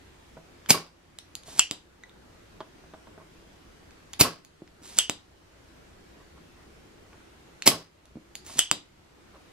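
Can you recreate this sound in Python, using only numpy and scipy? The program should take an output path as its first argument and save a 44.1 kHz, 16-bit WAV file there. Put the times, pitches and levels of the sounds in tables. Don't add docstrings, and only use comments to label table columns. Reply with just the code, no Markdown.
import sys
import numpy as np
from scipy import signal
from scipy.fft import rfft, irfft
from scipy.io import wavfile
from scipy.ndimage import uniform_filter1d

SR = 44100
rng = np.random.default_rng(int(sys.argv[2]) if len(sys.argv) > 2 else 0)


def wrap_up_sound(samples):
    columns = np.atleast_2d(samples).T
    tamed = np.clip(columns, -1, 1)
    steps = np.round(tamed * 32767).astype(np.int16)
    wavfile.write(sys.argv[1], SR, steps)


N = 419832

# f/Hz, t60/s, relative level/dB on slam, on latch, on drop
PUMP_MODES = [(112, 0.023, -16.5, -26.5, -40.5), (307, 0.042, -2.5, -25.5, 0), (684, 0.0081, -17, -38, 1.5),
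              (1270, 0.0055, -16, -67, 3), (2160, 0.013, -22, -57, -19), (2800, 0.081, -27.5, -25, -33),
              (3150, 0.057, -15, -3, -3), (3456, 0.04, -12.5, 1.5, -23), (3800, .008, -19, -16, 9),
              (4950, 0.016, 6.5, -1, 1.5), (6160, 0.0076, -10, 11.5, 4), (5860, 0.0013, 7, 2, -21),
              (7510, 0.0093, 2.5, 17.5, 12.5), (9500, 0.005, -8, 6.5, -2), (13360, .008, -1, -31, -2)]


def gain_of(db):
    return 10 ** (np.asarray(db) / 20)


def evened(x):
    return x / np.sqrt(np.mean(x ** 2) + 1e-20)


def read(points, hz):
    f, value = np.transpose(points)
    return np.interp(np.log(hz + 1), np.log(f + 1), value)


def add(mix, s, sound):
    part = mix[..., round(s * SR):][..., :sound.shape[-1]]
    part += sound[..., :part.shape[-1]]


def coloured(spectrum, count):
    size = max(count, 4096)
    bins = rfft(rng.standard_normal(size))
    bins = bins * gain_of(read(spectrum, np.fft.rfftfreq(size, 1 / SR)))
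    return evened(irfft(bins, size))[:count]


def wavering(depth_db, width, count):
    return gain_of(depth_db * evened(uniform_filter1d(rng.standard_normal(count), width)))


def modes(hz, t60, db):
    t = np.arange(SR // 3) / SR
    decay = gain_of(np.c_[db] - 60 * t / np.c_[t60])
    body = (decay * np.sin(2 * np.pi * np.c_[hz] * t)).sum(0)
    return body / abs(body).max()


def ring(hz, t60, db, contact_s, chatter_db):
    body, t = modes(hz, t60, db), np.arange(900) / SR
    crack = body[:60] * np.exp(-t[:60] / 0.0011)
    crack = gain_of(chatter_db) * crack / np.linalg.norm(crack)
    off_axis = body * np.exp(-np.arange(len(body)) / SR / .004)
    out = np.array([body, off_axis])
    chatter = rng.standard_normal(900) * np.exp(-(t / contact_s) ** 2)
    add(out[0], 0, np.convolve(chatter, crack))
    add(out[1], 0, crack * np.sqrt(contact_s * SR / 4))
    return out


def board(hardness_db):
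    # f/Hz, t60/s, relative level/dB
    board_modes = [(165, 0.4, -11.5), (350, 0.0567, -9.5), (477, 0.024, 8.5), (642.3, 0.16, 9.5),
                   (803, 0.11, -2.5), (1084, 0.026, 14.5), (1443, 0.042, -4), (2120, 0.033, -15.5),
                   (3220, .01, -8.5)]
    hz, t60, db = np.transpose(board_modes)
    return hz, t60, db + hardness_db * np.log2(hz / 650)


def rubbed(hardness_db, count):
    hz, t60, db = board(hardness_db)
    damped = np.minimum(t60, .012)
    grit = rng.standard_normal(SR // 2) * wavering(2.3, 90, SR // 2)
    return evened(signal.fftconvolve(grit, modes(hz, damped, db), "valid")[:count])


def room_tone():
    # f/Hz, relative level/dB
    tone_colour = [(12, -53), (20, -8), (32, -10), (64, -7), (118, -13.5), (169, -9), (217, -10.5),
                   (337, -8.5), (540, -14.5), (1110, -18), (1390, -18), (6720, -30), (13400, -40.5),
                   (15000, -50)]
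    # f/Hz, likeness (1 = the same)
    likeness = [(60, .99), (120, .85), (240, .3), (480, 0), (15000, 0)]
    # f/Hz, rms level/dB
    whine_hz, whine_db = (13006, -93)
    tone_db = -56.5
    frames, hz = N // 256 + 5, np.fft.rfftfreq(1024, 1 / SR)
    a, b, c, d, patches = rng.standard_normal((frames, 513, 5)).T
    patches = evened(uniform_filter1d(uniform_filter1d(patches, 6, 0), 20, 1))
    patch_db = patches * (1.25 + 0.1 * np.exp(-hz / 400))[:, None]
    same, left = np.clip(read(likeness, hz), -1, 1)[:, None], a + 1j * b
    right = same * left + np.sqrt(1 - same ** 2) * (c + 1j * d)
    z = np.array([left, right]) * gain_of(read(tone_colour, hz)[:, None] + patch_db)
    hiss = signal.istft(z, nperseg=1024, noverlap=768)[1][:, :N]
    hiss = gain_of(tone_db) * hiss / np.sqrt(np.mean(hiss.mean(0) ** 2))
    whine = np.sqrt(2) * gain_of(whine_db) * np.sin(2 * np.pi * whine_hz * np.arange(N) / SR)
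    return hiss + whine


def hum():
    # f/Hz, width/Hz, rms level/dB
    hum_bands = [(61, 9.2, -64), (89, 5.7, -68.5), (153.1, 10, -74), (333, 18, -69)]
    out = np.zeros(N)
    for hz, width, db in hum_bands:
        band = signal.lfilter(*signal.iirpeak(hz, hz / width, fs=SR), rng.standard_normal(N))
        out += gain_of(db) * evened(band)
    return out


def nozzle_taps():
    # t/s, level/dB, hardness/(dB per octave)
    touches = [(0.369, -35, -6.5), (1.481, -38.5, -3), (1.524, -50.5, 7), (2.6054, -28.5, 8.5),
               (2.837, -45, -8.5), (2.937, -35.5, 5), (3.0713, -42.5, 6), (3.178, -38.5, -8),
               (8.4967, -39, 2), (9.338, -63.5, 9.5)]
    out = np.zeros((2, N))
    for s, db, hardness_db in touches:
        add(out, s, gain_of(db) * ring(*board(hardness_db), 0.011, chatter_db=-8))
    return out


def small_ticks():
    # t/s, level/dB, f/Hz that the overtones are scaled from
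    tick_events = [(0.661, -30.5, 2140), (1.1875, -21.5, 4000), (1.3533, -18, 4800), (1.435, -34, 4040),
                   (3.909, -38.5, 2420), (4.1334, -25.5, 4650), (4.137, -24.5, 2460), (4.449, -28.5, 4700),
                   (4.6769, -36.5, 1800), (4.826, -38, 5700), (6.575, -44, 1513), (7.1312, -42, 1540),
                   (7.6225, -16.5, 2830), (8.056, -37.5, 4380), (8.354, -17.5, 4770), (8.4652, -30, 7280)]
    out = np.zeros((2, N))
    thin = signal.butter(1, 1200, "high", fs=SR, output="sos")
    t60 = .004 * np.array([.6, 1.5, 1.1, 0.41])
    for s, db, hz in tick_events:
        overtones = np.minimum(hz * np.array([.62, 1.01, 1.45, 2.1]), 15000)
        tick = ring(overtones, t60, [-34.5, 0, 3.0, 4.0], contact_s=.0013, chatter_db=-7.0)
        add(out, s, gain_of(db) * signal.sosfilt(thin, tick))
    return out


def firings():
    # t/s, slam level/dB, rush level/dB, clatter level/dB
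    shots = [(0.7050, 1.5, -16, -23), (4.2102, 2, -14, -21.5), (7.6750, 2.5, -12.5, -24)]
    # f/Hz, relative level/dB
    rush_colour = [(59, -42), (100, 2), (1210, -10), (1770, -15.5), (2330, -3.5), (3340, -9), (4990, -6),
                   (8290, -5), (12700, -1), (15600, -23)]
    flight_s, speedup_s = .02, .012
    clatter_after_s = 0.035
    out, (hz, t60, slam_db, *_) = np.zeros((2, N)), np.transpose(PUMP_MODES)
    t, flight = np.arange(SR // 5) / SR, np.arange(SR // 25) / SR
    speed = np.minimum(flight / speedup_s, 1) ** 2 * (flight < flight_s)
    burst_decay = gain_of(-60 * t / 0.024) + 0.29 * gain_of(-60 * t / 0.14)
    clatter_shape = np.exp(-t[:6000] / 0.033) * np.minimum(t[:6000] / 0.0027, 1)
    rattle_band = signal.butter(1, [400, 6500], "band", fs=SR, output="sos")
    for s, db, rush_db, clatter_db in shots:
        rasp = evened(wavering(2.5, 30, len(flight)))
        rush = coloured(rush_colour, len(flight)) * rasp * speed
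        add(out, s - flight_s, gain_of(rush_db) * rush)
        add(out, s, gain_of(db) * ring(hz, t60, slam_db, 0.0033, chatter_db=-4.5))
        add(out, s, gain_of(db - 5.0) * coloured(rush_colour, len(t)) * burst_decay)
        rattle = signal.sosfilt(rattle_band, rng.standard_normal(len(t)))
        rattle = evened(rattle * wavering(6.5, 70, len(t)))
        add(out, s, gain_of(db - 27 - 60 * t / 0.3) * rattle)
        add(out, s + 0.00052, gain_of(db - 25.0) * modes(*board(-11.5)))
        add(out, s + clatter_after_s, gain_of(clatter_db) * rubbed(2.2, count=6000) * clatter_shape)
    return out


def cocking():
    # thumb starts to push t/s, seal hiss level/dB, latch snaps t/s, level/dB, barrel pitch factor,
    # plunger drops back t/s, level/dB, spring ring level/dB
    strokes = [(1.45, -45.5, 1.5938, 0, .97, 1.7116, -13, -31),
               (4.819, -45.5, 4.9870, 1, 1.03, 5.0969, -10.5, -31.5),
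               (8.446, -44, 8.5914, 1, 1.047, 8.7136, -5.5, -22)]
    # f/Hz, relative level/dB
    seal_colour = [(200, -9.5), (550, -21), (950, -15), (1150, -21), (2100, -18), (6500, -14.5),
                   (9500, -14.5), (13000, -23.5), (16000, -41)]
    # f/Hz, t60/s, relative level/dB
    spring_modes = [(4750, .19, 0), (4790, .08, -8), (5280, .08, -5)]
    push_s, push_db = .025, -14
    sag_db_per_s = -19.5
    edge_s, edge_db = 0.028, 22.5
    rebound_s, rebound_db = .008, -20.5
    out, (hz, t60, _, latch_db, drop_db) = np.zeros((2, N)), np.transpose(PUMP_MODES)
    thin = signal.butter(1, 900, "high", fs=SR)
    for start_s, hiss_db, latch_s, snap_db, pitch, drop_s, fall_db, spring_db in strokes:
        t = np.arange(0, latch_s - start_s, 1 / SR)
        level_db = (hiss_db + push_db * np.clip(1 - t / push_s, 0, 1) + sag_db_per_s * t
                    + edge_db * np.clip(1 - (t[-1] - t) / edge_s, 0, 1))
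        slip = evened(wavering(2.2, 150, SR // 4)[:len(t)])
        add(out, start_s, gain_of(level_db) * coloured(seal_colour, SR // 4)[:len(t)] * slip)
        snap = ring(hz * pitch, t60, latch_db, 0.0022, chatter_db=-3)
        add(out, latch_s, gain_of(snap_db) * signal.lfilter(*thin, snap))
        rebound = ring(hz * pitch, t60, latch_db, 0.002, chatter_db=-15.5)
        add(out, latch_s + rebound_s, gain_of(snap_db + rebound_db) * rebound)
        add(out[0], latch_s, gain_of(snap_db) * buzz(2980 * pitch))
        add(out[0], drop_s, gain_of(spring_db) * modes(*np.transpose(spring_modes)))
        add(out, drop_s, gain_of(fall_db) * ring(hz, t60, drop_db, 0.00077, chatter_db=5.5))
    return out


def buzz(hz):
    half_width_hz, level_db, t60_s = 230, -21, .24
    t = np.arange(SR // 6) / SR
    grit = rng.standard_normal(len(t)) * wavering(3.5, 150, len(t))
    band = signal.butter(2, [hz - half_width_hz, hz + half_width_hz], "band", fs=SR, output="sos")
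    return evened(signal.sosfilt(band, grit)) * gain_of(level_db - 60 * t / t60_s)


def metal_tinks():
    # t/s, level/dB, lowest mode f/Hz, its t60/s
    tink_events = [(2.0364, -32, 1980, 0.056), (2.095, -37.5, 3680, 0.011)]
    out = np.zeros((2, N))
    for s, db, hz, t60 in tink_events:
        overtones, decays = hz * np.array([1, 1.95, 3.2]), t60 * np.array([1, .25, .2])
        add(out, s, gain_of(db) * ring(overtones, decays, [0, -4, -6], 0.0011, chatter_db=-18))
    return out


def board_scuffs():
    # t/s, level/dB ahead of the fade in and out
    scuff_events = [(3.181, -53.5), (6.182, -59), (6.349, -57), (6.56, -58.5), (7.109, -54.5), (9.328, -52)]
    out, count = np.zeros((2, N)), round(0.058 * SR)
    for s, db in scuff_events:
        add(out, s, gain_of(db) * rubbed(3.2, count=count) * np.hanning(count))
    return out


def hand_thuds():
    # t/s, level/dB, f/Hz that the modes are scaled from
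    knocks = [(4.62, -27.5, 333), (4.817, -40, 266), (8.156, -26.5, 229.5), (8.17, -28, 316),
              (8.558, -36.5, 254)]
    out, t60 = np.zeros((2, N)), .065 * np.array([1, 1, .2])
    for s, db, hz in knocks:
        thud = ring(hz * np.array([.6, 1.01, 1.5]), t60, [-6, 0, -6], .003, chatter_db=-22.5)
        add(out, s, gain_of(db) * thud)
    return out


def room(direct, around):
    # f/Hz, relative level/dB
    tail_colour = [(150, 1), (500, -2.5), (1200, -2.5), (3070, 1.5), (5030, -0.5), (7500, -4.5),
                   (10200, -1), (15100, -3)]
    # f/Hz, t60/s
    tail_decay = [(150, .25), (500, .26), (1200, .27), (3070, .25), (5030, .28), (7500, .21), (10200, .17),
                  (13000, .13), (15500, .05)]
    # delay t/s, level/dB
    wall_echoes = [(.0072, -21), (0.0129, -19)]
    taps = np.zeros((2, SR // 2))
    grid = np.arange(140, SR // 2 - 20, 10)
    at = grid + rng.integers(0, 10, (2, len(grid)))
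    np.put_along_axis(taps, at, rng.choice([-1., 1.], at.shape), 1)
    hz, t, z = signal.stft(taps, SR, nperseg=256)
    alike = np.clip(1 - hz / 1500, 0, 1)[:, None]
    z[1] = alike * z[0] + np.sqrt(1 - alike ** 2) * z[1]
    t60, tail_db = read(tail_decay, hz)[:, None], read(tail_colour, hz)[:, None]
    tail = signal.istft(z * gain_of(tail_db - 60 * t / t60), SR, nperseg=256)[1]
    tail *= gain_of(-10.0) / np.linalg.norm(tail[0])
    dull = signal.lfilter(*signal.butter(1, 4000, fs=SR), direct)
    paths = direct + sum(gain_of(db) * np.roll(dull, round(delay * SR)) for delay, db in wall_echoes)
    late = .9 * np.roll(paths, 2) + .1 * np.roll(paths, 1)
    ports = np.array([gain_of(-.5) * late, gain_of(.75) * paths])
    return ports + signal.oaconvolve(around[None], tail, axes=1)[:, :N]


def scene():
    ambience = room_tone() + hum()
    bench = nozzle_taps() + small_ticks() + firings() + cocking()
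    bench += metal_tinks() + board_scuffs() + hand_thuds()
    small = signal.butter(3, 100, "high", fs=SR, output="sos")
    return room(*signal.sosfilt(small, bench)) + ambience


def record(dry):
    edge_hz = 15780
    power_db = 10 * np.log10(abs(uniform_filter1d((dry ** 2).mean(0), 1300)) + 1e-12)
    fall = np.arange(N) * 46.0 / SR
    held_db = np.maximum.accumulate(power_db + fall) - fall
    over_db = np.maximum(held_db + 45.0, 0)
    pace = np.exp(-1 / (.06 * SR))
    ducked = dry / gain_of(0.21 * signal.lfilter([1 - pace], [1, -pace], over_db))
    clipped = np.clip(ducked, -.95, .95)
    low_pass = signal.firwin(511, edge_hz, window=("kaiser", 9), fs=SR)
    return signal.oaconvolve(clipped, low_pass[None], "same")


dry = scene()
out = record(dry)
wrap_up_sound(out)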